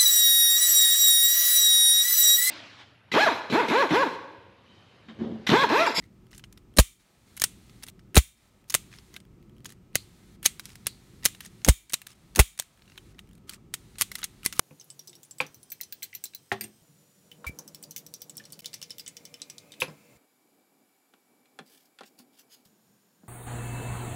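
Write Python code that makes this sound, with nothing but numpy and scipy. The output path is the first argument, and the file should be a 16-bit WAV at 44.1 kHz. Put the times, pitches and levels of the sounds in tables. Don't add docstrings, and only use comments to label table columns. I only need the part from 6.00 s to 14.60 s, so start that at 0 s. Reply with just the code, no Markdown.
import sys
import numpy as np
from scipy import signal
from scipy.fft import rfft, irfft
from scipy.io import wavfile
from scipy.ndimage import uniform_filter1d

SR = 44100
rng = np.random.default_rng(int(sys.argv[2]) if len(sys.argv) > 2 else 0)


def boost_factor(decibels):
    exponent = np.asarray(decibels, float) / 20
    return 10 ** exponent


def generate_wav(signal):
    frames = np.transpose(np.atleast_2d(signal))
    scaled = np.clip(frames, -1, 1) * 32767
    pcm = np.round(scaled).astype(np.int16)
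    wavfile.write(sys.argv[1], SR, pcm)


N = 379260
T = np.arange(N) / SR

# [f/Hz, level/dB per Hz]
RUMBLE = [(15, -37.5), (25, -11.5), (48, 0.5), (75, -5.5), (113, -0.5), (150, -4), (198, -2), (269, -10),
          (374, -9.5), (520, -26.5), (680, -55.5), (1140, -120)]
AIR = [(290, -30), (500, -2), (700, -5.5), (1140, -8), (1230, -6.5), (1500, -12.5), (2300, -11.5),
       (3800, -17.5), (6000, -19.5), (9600, -22), (10450, -32), (11200, -24.5), (15400, -25),
       (16000, -34.5)]
HISS = [(410, -29.5), (700, -6.5), (1260, -8), (2100, -5.5), (2920, -8.5), (4050, -5.5), (4920, -10),
        (8880, -10.5), (16000, -20.5)]
# [opens t/s, shuts t/s, hiss level/dB]
GATE = [(0, 0.066, -7.5), (0.782, 1.029, -6), (0.995, 1.853, -0.5), (2.159, 2.626, -4), (2.37, 2.495, -6),
        (2.739, 3.159, -1), (3.94, 4.362, -1.5), (4.424, 6.162, -1), (6.151, 6.355, -4.5),
        (6.385, 6.874, 0.5), (6.878, 7.13, -2), (7.134, 7.396, -13.5), (7.73, 8.602, -1)]
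# [t/s, f/Hz, level/dB, t60/s]
SHIMMERS = [
    (.02, 2000, -63, .25),
    (3.957, 4350, -42, .2),
    (4.463, 2100, -46, .15),
    (4.463, 4300, -46, .15),
    (4.871, 4300, -46, .25),
    (1.445, 8900, -42, .15),
    (8.463, 9000, -40, .12),
    (4.463, 8300, -38, .1),
]
# [t/s, peak level/dB, hardness/dB, ring f/Hz]
SLIPS = [(0.024, -57, -9, 2090), (.039, -54, -9, 2070), (.3095, -57, 6, 7000), (0.314, -53, 0, 5600),
         (0.33, -45.5, -18, 2060), (.338, -48, -13, 3040), (0.3516, -49, 4, 6300), (.362, -57, 1, 8000),
         (2.916, -51, -12, 2600), (2.9273, -46, -14, 2470), (2.938, -43, -16, 3450),
         (2.9473, -55, -3, 2300), (2.9632, -54, 6, 2070), (2.986, -41.5, -9, 5470), (3.1331, -56, -4, 2240),
         (3.1408, -42, 2, 6800), (3.145, -47, -11, 2030), (3.157, -48, -6, 1980), (3.6666, -52, -6, 6130),
         (3.6917, -47, 3, 6590), (3.703, -44, 3, 3940), (3.722, -44.5, 5, 2020), (4.692, -46, 0, 2840),
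         (4.7022, -45.5, -4, 5210), (4.719, -50, -3, 5500), (5.4369, -49, -2, 3030),
         (5.449, -39.5, 5, 8530), (5.4568, -41.5, 3, 1960), (5.4617, -39, 7, 6760), (6.092, -57, 1, 1300),
         (6.104, -49, 6, 2840), (6.117, -50, 5, 5370), (6.1302, -55, 2, 3140), (6.8777, -53, -9, 2800),
         (6.8985, -51.5, -14, 2760), (6.9193, -49, -11, 2880), (7.184, -51, -10, 2390),
         (7.2903, -58.5, 2, 3130), (7.3116, -57, -1, 3200), (7.3318, -56, 4, 3820), (7.352, -56, 5, 2500),
         (7.3782, -59, 1, 4480), (7.5102, -44, -4, 7500), (7.5241, -48, 4, 2000),
         (7.5346, -39.5, 3.5, 2540), (7.5406, -43, 2, 5500), (7.5448, -41, 8, 8300), (8.19, -35.5, 8, 2930),
         (8.201, -51, -12, 3050), (7.146, -59, -14, 2000), (8.5355, -39, 2, 7000), (8.5765, -43, -4, 8100)]
# [start t/s, end t/s, level/dB, top f/Hz]
DRAGS = [
    (0.304, 0.41, -61, 10900),
    (2.902, 3.01, -59.5, 6500),
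    (3.124, 3.182, -65, 5000),
    (3.66, 3.739, -57.5, 8940),
    (4.628, 4.744, -56.5, 9000),
    (5.412, 5.486, -54.5, 8950),
    (6.081, 6.14, -56.5, 8000),
    (7.471, 7.568, -54.5, 9000),
    (8.167, 8.218, -50, 10000),
]
CREAKS = [.268, 0.739, 1.469, 2.642, 3.252, 3.427, 3.496, 3.566, 3.582, 3.605, 3.931, 4.499, 6.554, 6.775,
          6.794, 6.856, 6.972, 7.274, 7.382, 7.48, 7.565, 7.767]
# [start t/s, end t/s, f/Hz, level/dB]
SCRAPES = [
    (.318, 0.325, 1250, -62),
    (7.465, 7.565, 1293, -62),
    (7.575, 7.585, 1200, -63),
    (8.172, 8.233, 1280, -60),
    (8.436, 8.453, 1300, -54.5),
    (8.545, 8.58, 1250, -58),
]
# [t/s, peak level/dB, hardness/dB, ring f/Hz]
CATCHES = [(0.3794, -41, 13, 8700), (0.4388, -40, -32, 3120), (1.367, -38.5, 9, 11860),
           (1.3745, -34.5, 4, 3040), (1.398, -29.5, 11, 6660), (1.833, -35, 4, 5730),
           (1.884, -37.5, -1, 4100), (2.6984, -29.5, 12, 6700), (2.7027, -28, 8, 6680),
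           (2.723, -34.5, 5, 7030), (3.1633, -33, -5.5, 4040), (3.6558, -35, -26, 3540),
           (3.6588, -34, 9, 6760), (3.949, -33, -12, 2887), (4.429, -34, 5, 3300),
           (4.5955, -29.5, -0.5, 5900), (4.655, -31.5, 4.5, 6000), (5.4053, -34, 0, 2100),
           (5.8961, -40, 20, 8900), (5.9224, -35, 9, 11000), (6.0167, -38, 2, 2750), (6.067, -32, 1, 1920),
           (6.59, -27, 4.5, 8900), (6.977, -36, -5.5, 3436), (7.1905, -37, -7, 3810), (7.494, -31, 5, 4600),
           (7.984, -33.5, 4, 9550), (8.1162, -31, -0.5, 2230), (8.2296, -28, -15, 4600),
           (8.5258, -29, 2, 6100)]
# [t/s, peak level/dB, hardness/dB, ring f/Hz]
TICKS = [(0.3945, -47.5, -3, 3450), (0.526, -47, 7, 7400), (0.575, -47, -2.5, 5650),
         (1.413, -35.5, 8.5, 11650), (1.6956, -48, -8, 1390), (1.825, -45, -2, 2160),
         (1.8366, -33.5, 3.5, 10100), (1.866, -42.5, 5, 9000), (1.8764, -46, 1, 2020),
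         (1.993, -52, -8, 2000), (2.718, -48, -1.5, 6800), (3.202, -49, 0.5, 9100),
         (3.646, -42.5, 3.5, 1380), (4.4355, -44, -2, 2840), (4.7551, -40.5, 2, 7600),
         (4.8604, -41, -14, 2830), (5.2259, -49, -8, 2900), (5.2329, -41.5, -4, 1990),
         (5.2849, -39.5, 7, 7800), (5.3484, -41, -7, 3870), (5.6174, -51.5, -12.5, 3020),
         (5.9008, -44.5, -9.5, 2310), (6.5764, -44, 5, 11000), (6.6224, -39.5, 4, 2030),
         (6.82, -51.5, -10, 4630), (6.9569, -51, -8, 2323), (7.9554, -49, -12, 2900), (8.184, -40, 1, 6600),
         (8.2169, -40, -2, 3420), (8.432, -39, -3.5, 3100)]
# [t/s, f/Hz, level/dB, t60/s]
SPRINGS = [(0.44, 2990, -54, 0.042), (1.4189, 1800, -27, .025), (1.4396, 1880, -26, 0.017),
           (1.44, 8830, -29, 0.046), (3.165, 1610, -48, .05), (4.4566, 2100, -25, 0.017),
           (4.4599, 6510, -11.5, .025), (4.459, 2223, -22.5, 0.025), (6.981, 3100, -47, 0.039),
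           (6.9795, 2640, -40, .015), (6.9795, 3730, -41, .015), (7.494, 4570, -44, .05),
           (8.156, 2100, -47, 0.05), (8.4615, 2055, -19, 0.018), (5.9405, 3860, -23, .02),
           (.7975, 3150, -21, .025), (2.1665, 3800, -15, .015), (2.178, 7000, -16, .02),
           (8.463, 2025, -47, .12), (5.6472, 6500, -19, .02)]
# [t/s, peak level/dB, weight (lows over middle)/dB, chatter t60/ms, struck part f/Hz]
BLOWS = [(0.766, -33.5, 1.5, 44, 1409), (0.7708, -20.5, -19.5, 50, 9170), (0.785, -7, -6, 37, 4270),
         (0.7905, -9.5, 5.5, 19, 1370), (0.7972, -11.5, -5, 34, 7100), (0.801, -15.5, -25, 37, 10470),
         (2.1454, -27, -21, 26, 2970), (2.1547, -16.5, -10, 41, 9300), (2.1664, -8, -8.5, 14, 3830),
         (2.1703, -10.5, -8.5, 43, 4340), (2.1772, -7, -12.5, 13, 7130), (2.1834, -17.5, -12.5, 41, 2294),
         (5.647, -21, -16.5, 33, 6573), (5.6632, -35, 4.5, 35, 1956), (5.6768, -28, 1.5, 43, 1650),
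         (5.6865, -8.5, -8.5, 13, 2206), (5.6907, -13, -6.5, 48, 8800), (6.3508, -38.5, -16, 20, 4500),
         (6.3592, -20.5, -16.5, 26, 6500), (6.3694, -28.5, -4, 11, 1900), (6.375, -37.5, -16.5, 5.8, 6500),
         (6.3799, -32, -11.5, 32, 2772), (6.3919, -7.5, -0.5, 52, 2109), (6.3969, -7.5, -8.5, 44, 2738)]
# [t/s, level/dB, f/Hz, cycles to -60 dB]
PUSHES = [(0.7899, -10, 1155, 3), (1.418, -31, 170, 3.5), (1.4386, -32, 297, 2), (2.1712, -3, 637, 5),
          (2.1729, -6.5, 190, 4), (5.9345, -29, 300, 4), (3.9555, -23, 400, 5), (.786, -12, 4304, 40),
          (3.9545, -16, 5770, 30), (4.4601, -12.5, 4190, 30), (3.655, -44.5, 995, 15),
          (4.868, -30, 200, 3.5), (5.254, -25, 190, 5), (5.687, -15, 397, 7), (6.598, -35.5, 597, 8.5),
          (7.74, -43, 170, 5.5), (8.4603, -30, 171, 6), (8.594, -21, 171, 5)]
# [t/s, peak level/dB]
CRACKS = [(.7863, -3), (.7909, -2), (.7971, -7), (.8, -9), (1.4393, -5), (2.1572, -14), (2.1669, -5),
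          (3.9551, -1), (4.4605, -5), (4.4646, -10), (4.8686, -8), (4.8705, -11), (5.2573, -3),
          (5.6479, -11), (5.6643, -24), (5.6875, -3), (5.6939, -5), (5.9346, -12), (6.3516, -30),
          (6.3696, -21), (6.3754, -27), (6.3808, -25), (6.5977, -15), (8.0189, -12), (8.4624, -7)]
# [t/s, knock level/dB, knock f/Hz, thump delay t/s, thump level/dB, thump f/Hz]
FALLS = [
    (.788, -6, 250, .0065, -5, 47),
    (2.1683, -12, 200, .0067, -3, 57),
    (5.685, -6, 250, .0072, -5, 51),
    (6.3895, -18, 220, .007, -4.5, 50),
]
# [f/Hz, level/dB per Hz]
CYLINDER = [(1400, -22.5), (2250, -4), (2800, -12), (3450, -3), (4850, -17), (6300, -6), (7000, -1),
            (7700, -8), (8500, -2), (10000, -8), (10700, -4), (12500, -15), (13900, -5), (15700, -8),
            (16000, -20)]
# [f/Hz, level/dB, t60/s]
STEEL_RINGS = [(2340, -62, .52), (3180, -57, .32), (3650, -56, .38), (5770, -62, .23), (6930, -55, .36),
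               (7250, -59, .27), (8420, -57, .3), (8680, -57, .3), (10700, -55, .32), (13920, -55, .18),
               (14680, -56, .2)]
# [t/s, peak level/dB, hardness (treble over middle)/dB, chatter t60/ms, ring f/Hz]
SNAPS = [(1.418, -13.5, 7, 17, 7550), (1.439, -10.5, 11.5, 9.6, 9580), (1.4405, -15, 10, 24, 8900),
         (2.7417, -12.5, 3.5, 18, 8050), (2.7488, -8, 8.5, 15.7, 9556), (3.9551, -12, 3.5, 15, 7500),
         (4.4559, -14.5, 2, 13, 13350), (4.4594, -6.5, 7.5, 26.5, 6593), (4.868, -15, 6.5, 24, 11190),
         (5.2532, -6.5, 12, 7.1, 13800), (5.2572, -9.5, 9.5, 27.5, 6855), (5.934, -19, 6, 22, 6500),
         (5.94, -14.5, 6.5, 14, 8960), (6.5979, -16.5, 6.5, 11.4, 8370), (7.739, -21, 4, 30, 8770),
         (8.011, -12.5, 5, 16.5, 11860), (8.0192, -11.5, 7.5, 17.6, 4920), (8.154, -23.5, 2, 19, 3650),
         (8.241, -22, 9, 27, 6630), (8.4507, -28, 9, 25, 8000), (8.4613, -9, 10, 6.3, 11150),
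         (8.5937, -6.5, 5, 9.8, 6120)]
# [lows over middle/dB], one per snap
SNAP_WEIGHTS = [-12.5, -10.5, -13.5, -15.5, -7, -7, -20.5, -16, -14, -7.5, -11.5, -17, -20, -17.5, -21.5,
                -15, -17, -24, -22, -26, -11, -5]
# [start t/s, end t/s, final level/dB]
SLIDES = [(1.437, 1.448, -38), (2.678, 2.692, -55), (2.702, 2.75, -47), (3.946, 3.957, -44),
          (4.442, 4.454, -30), (4.461, 4.469, -24.5), (5.242, 5.25, -28.5), (6.588, 6.6, -52),
          (7.986, 8.027, -31), (8.124, 8.163, -48.5), (8.241, 8.248, -33.5), (1.86, 1.901, -49.5),
          (5.897, 5.916, -53), (8.443, 8.464, -33), (8.534, 8.569, -46.5), (8.565, 8.607, -42.5),
          (5.676, 5.683, -26), (3.955, 3.959, -25)]
# [f/Hz, level over direct sound/dB, t60/s]
FRAME = [(2250, -11, 0.0058), (3220, -15.5, 0.033), (4070, -3, 0.012), (4600, -2, 0.012),
         (5600, 0.5, 0.016), (6500, -1, 0.022), (7130, -2, 0.008), (8900, -2.5, 0.03),
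         (10000, -3.5, 0.0012), (11860, -3, 0.0028), (13800, -9, 0.0078)]
# [f/Hz, level/dB per Hz]
AFTERRING = [(350, -41.5), (600, -15), (812, -24), (1160, -7.5), (1680, -13.5), (2040, -2.5), (3600, 0),
             (4850, -7), (6900, -1.5), (8700, -1.5), (12500, -11.5), (14500, -9.5), (16000, -18)]

TICK_WEIGHT_DB = -16
AIR_HOLD_S = 0.242
DUCK_AIR_DB = -11.5


def fade(t, t60):
    return np.exp(-np.log(1000) * t / t60)


def coloured(shape, size):
    hz, db = np.transpose(shape)
    f = np.maximum(np.fft.rfftfreq(size, 1 / SR), 1)
    gain = boost_factor(np.interp(np.log(f), np.log(hz), db))
    x = irfft(rfft(rng.standard_normal(size)) * gain, size)
    return x / x.std()


def band(x, lo_hz, hi_hz):
    return signal.sosfilt(signal.butter(2, [lo_hz, hi_hz], "band", fs=SR, output="sos"), x)


def hum_noise(size, lo_hz, hi_hz):
    hum = band(rng.standard_normal(size), lo_hz, hi_hz)
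    return hum / hum.std()


def rough_grit(size, spread_db):
    return rng.standard_normal(size) * boost_factor(spread_db * rng.exponential(size=size))


def add(out, s, x):
    i = int(s * SR)
    out[..., i:i + x.shape[-1]] += x[..., :N - i]


def swelling(length):
    return np.sqrt(np.abs(np.sin(np.pi * np.clip(T[:5000] / length, 0, 1))))


def duck(depth_db, hold, recover=0.035):
    held = np.zeros(N)
    for fall in FALLS:
        drop = np.clip((T - fall[0]) / .01, 0, 1)
        release = np.clip((fall[0] + hold - T) / recover + .5, 0, 1)
        held = np.maximum(held, drop * release)
    return boost_factor(depth_db * held)


def ring(hz, db, t60):
    t = T[:1300]
    decay = fade(t, t60)
    return 2 * boost_factor(db) * np.sin(2 * np.pi * hz * t) * decay / decay.sum()


def headed(x):
    return x / x[:, :130].std(axis=1, keepdims=True)


def click(hard_db, weight_db, t60_ms, part_hz, part_db=9, part_cycles=24):
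    t = T[:2600]
    spot = rng.standard_normal((len(FRAME), 2))
    rings = ring(part_hz, part_db, part_cycles / part_hz)
    for (hz, db, t60), (a, b) in zip(FRAME, spot):
        rings = rings + ring(hz * (1 + 0.016 * a), db + 2 * b, t60)
    rise = 1 - np.exp(-t * 1000 / 0.24)
    burst = rough_grit(len(t), 3.0) * rise * fade(t, 0.87 * max(t60_ms, 2) / 1000)
    burst = burst + boost_factor(10) * (np.arange(len(t)) == 10)
    both = np.array([burst + signal.fftconvolve(burst, rings)[:len(t)], burst])
    low = band(band(burst, 120, 1400), 100, 2900)
    mid = band(band(both, 1400, 6000), 1250, 16000)
    high = band(both, 4500, 16000)
    low = low / low[:220].std() + boost_factor(-4) * np.sin(2 * np.pi * 130 * t) * fade(t, 0.042)
    bright = headed(mid) + boost_factor(hard_db) * headed(high)
    peak = np.sqrt(uniform_filter1d(bright[0] ** 2, size=30).max())
    return (bright + boost_factor(weight_db) * low) / peak


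def noise_gate():
    opened = sum(boost_factor(db) * ((T >= start) & (T < end)) for start, end, db in GATE)
    return uniform_filter1d(opened, size=400) * duck(-6, 0.48)


def room(gate):
    wander_db = coloured([(.3, 4.0), (3, 0.5), (8, -32.0), (20, -140)], N)
    rumble = coloured(RUMBLE, N) * boost_factor(-54 + wander_db) * duck(-15.5, 0.42, recover=0.48)
    air = coloured(AIR, N) * boost_factor(-70) * duck(DUCK_AIR_DB, AIR_HOLD_S)
    hiss = coloured(HISS, N) * boost_factor(-63) * gate
    return rumble + air + hiss


def appliance_whine():
    tone = np.sqrt(2) * np.sin(2 * np.pi * 1290 * T)
    return boost_factor(-82.5) * tone * duck(DUCK_AIR_DB, AIR_HOLD_S)


def shimmers(spread=0.091):
    out, t = np.zeros(N), T[:SR // 4]
    for s, hz, db, t60 in SHIMMERS:
        hum = hum_noise(len(t), hz * (1 - spread), hz * (1 + spread))
        add(out, s, boost_factor(db) * hum * fade(t, t60))
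    return out


def slips_and_drags():
    out = np.zeros((2, N))
    for s, db, hard_db, part_hz in SLIPS:
        add(out, s, boost_factor(db) * click(hard_db, TICK_WEIGHT_DB, 12.2, part_hz, part_db=15.5, part_cycles=35))
    for start, end, db, top_hz in DRAGS:
        grit = band(rough_grit(5000, 3.3), 1050, top_hz)
        add(out, start, boost_factor(db) * grit / grit.std() * swelling(end - start))
    return out


def afterring(bursts, gate):
    t = T[:SR // 3]
    tail = boost_factor(-10) * fade(t, 0.043) + boost_factor(-30) * fade(t, 0.3)
    tail = tail * (1 - np.exp(-t / 0.00051)) / 20
    power = np.abs(signal.fftconvolve(bursts ** 2, tail ** 2)[:N])
    return coloured(AFTERRING, N) * np.sqrt(power) * (1.1 + 0.22 * gate) * duck(1, AIR_HOLD_S)


def creaks():
    out = np.zeros((2, N))
    for s in CREAKS:
        add(out, s, boost_factor(-58) * click(-2.5, TICK_WEIGHT_DB, 5.6, 3330))
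    return out[0]


def scrapes():
    out = np.zeros(N)
    for start, end, hz, db in SCRAPES:
        add(out, start, boost_factor(db) * hum_noise(5000, .93 * hz, 1.03 * hz) * swelling(end - start))
    return out


def catches():
    out = np.zeros((2, N))
    for s, db, hard_db, part_hz in CATCHES:
        add(out, s, boost_factor(db) * click(hard_db, -19, 24.3, part_hz, part_db=8))
    return out


def ticks():
    out = np.zeros((2, N))
    for s, db, hard_db, part_hz in TICKS:
        add(out, s, boost_factor(db) * click(hard_db, TICK_WEIGHT_DB, 20, part_hz, part_db=8))
    return out


def springs():
    out, t = np.zeros(N), T[:SR // 4]
    for s, hz, db, t60 in SPRINGS:
        tone = np.sqrt(2) * np.sin(2 * np.pi * hz * t)
        rough = boost_factor(-3.5) * hum_noise(len(t), .95 * hz, 1.05 * hz)
        add(out, s, boost_factor(db) * (tone + rough) * fade(t, t60))
    return out


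def hammer_blows():
    out = np.zeros((2, N))
    face_hz, glance_db_per_octave = 3540, 7.5
    for s, db, weight_db, t60_ms, part_hz in BLOWS:
        octaves = abs(np.log2(part_hz / face_hz))
        hard_db = -1.5 + glance_db_per_octave * octaves
        add(out, s, boost_factor(db) * click(hard_db, weight_db, t60_ms, part_hz))
    return out


def recoil_thumps():
    out, t = np.zeros(N), T[:SR // 2]
    for s, knock_db, knock_hz, delay, thump_db, thump_hz in FALLS:
        swing = band(rng.standard_normal(1000), 100, 450) * np.linspace(.25, 1, num=1000)
        add(out, s - 1000 / SR, boost_factor(-31.5) * swing / swing.std())
        knock = boost_factor(1.5) * np.sin(2 * np.pi * knock_hz * t)
        knock = knock + boost_factor(-0.5) * np.sin(2 * np.pi * 2.1 * knock_hz * t)
        add(out, s, boost_factor(knock_db) * knock * fade(t, 0.017))
        add(out, s + delay + 0.0035, boost_factor(-15.5) * np.sin(2 * np.pi * 30 * t) * fade(t, 0.067))
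        turns = thump_hz * t + .33 * (1 - np.exp(-t / .004))
        size = np.exp(-(t / .0205) ** 2) + boost_factor(-40.5) * fade(t, 0.35)
        size = size * (1 - np.exp(-t / 0.00035))
        add(out, s + delay, -boost_factor(thump_db) * size * np.sin(2 * np.pi * turns))
    return out


def pushes():
    out, t = np.zeros(N), T[:3000]
    for s, db, hz, cycles in PUSHES:
        add(out, s, boost_factor(db) * np.sin(2 * np.pi * hz * t) * fade(t, cycles / hz))
    return out


def cracks():
    out = np.zeros(N)
    u = (T[:1300] - T[20]) * 1000 / .028
    spike = (u ** 2 - 1) * np.exp(-u ** 2 / 2)
    rings = sum(ring(*mode) for mode in FRAME)
    spike = spike + boost_factor(-7) * signal.fftconvolve(spike, rings)[:len(u)]
    for s, db in CRACKS:
        blow = any(0 < s - fall[0] + .002 < .02 for fall in FALLS)
        add(out, s - T[20], boost_factor(db) * spike * (-1 if blow else 1))
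    return out


def cylinder():
    out, t = np.zeros(N), T[:SR // 3]
    for fall in FALLS:
        swell = (1 - np.exp(-t / .01)) * fade(t, 0.29)
        add(out, fall[0], boost_factor(-37) * coloured(CYLINDER, len(t)) * swell)
    return out


def steel_rings():
    out, t = np.zeros(N), T[:SR // 3]
    for fall in FALLS:
        for hz, db, t60 in STEEL_RINGS:
            pitch, size, turn = rng.standard_normal((3, 7, 1))
            crowd = boost_factor(3 * size) * np.sin(2 * np.pi * (hz * (1 + .013 * pitch) * t + turn))
            add(out, fall[0], boost_factor(db) * crowd.sum(axis=0) * (1 - np.exp(-t / .006)) * fade(t, t60))
    return out


def snaps():
    out = np.zeros((2, N))
    for (s, db, hard_db, t60_ms, part_hz), weight_db in zip(SNAPS, SNAP_WEIGHTS):
        add(out, s, boost_factor(db) * click(hard_db, weight_db, t60_ms, part_hz, part_db=2.0))
    return out


def slides():
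    out, t = np.zeros(N), T[:2600]
    for start, end, db in SLIDES:
        grit = band(rough_grit(len(t), 1.3), 1500, 14000)
        length = end - start
        swell = boost_factor(np.interp(t, [0, length, length + 0.0036], [-14, 0, -60]))
        add(out, start, boost_factor(db) * swell * grit / grit.std())
    return out


def scene():
    gate = noise_gate()
    steel, bursts = slips_and_drags() + catches() + ticks() + hammer_blows() + snaps()
    background = room(gate) + appliance_whine()
    rubbing = creaks() + scrapes() + slides()
    impacts = steel + recoil_thumps() + pushes() + cracks()
    ringing = shimmers() + springs() + cylinder() + steel_rings() + afterring(bursts, gate)
    return (background + rubbing + impacts + ringing)[None]


def band_limit(x):
    return signal.sosfilt(signal.butter(12, 16820, fs=SR, output="sos"), x)


def record(dry):
    top = signal.ellip(6, .3, 32, 15750, fs=SR, output="sos")
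    rounded = np.tanh(0.98 * signal.sosfilt(top, dry)) / 1.041
    return band_limit(rounded)


dry = scene()
out = record(dry)
generate_wav(out)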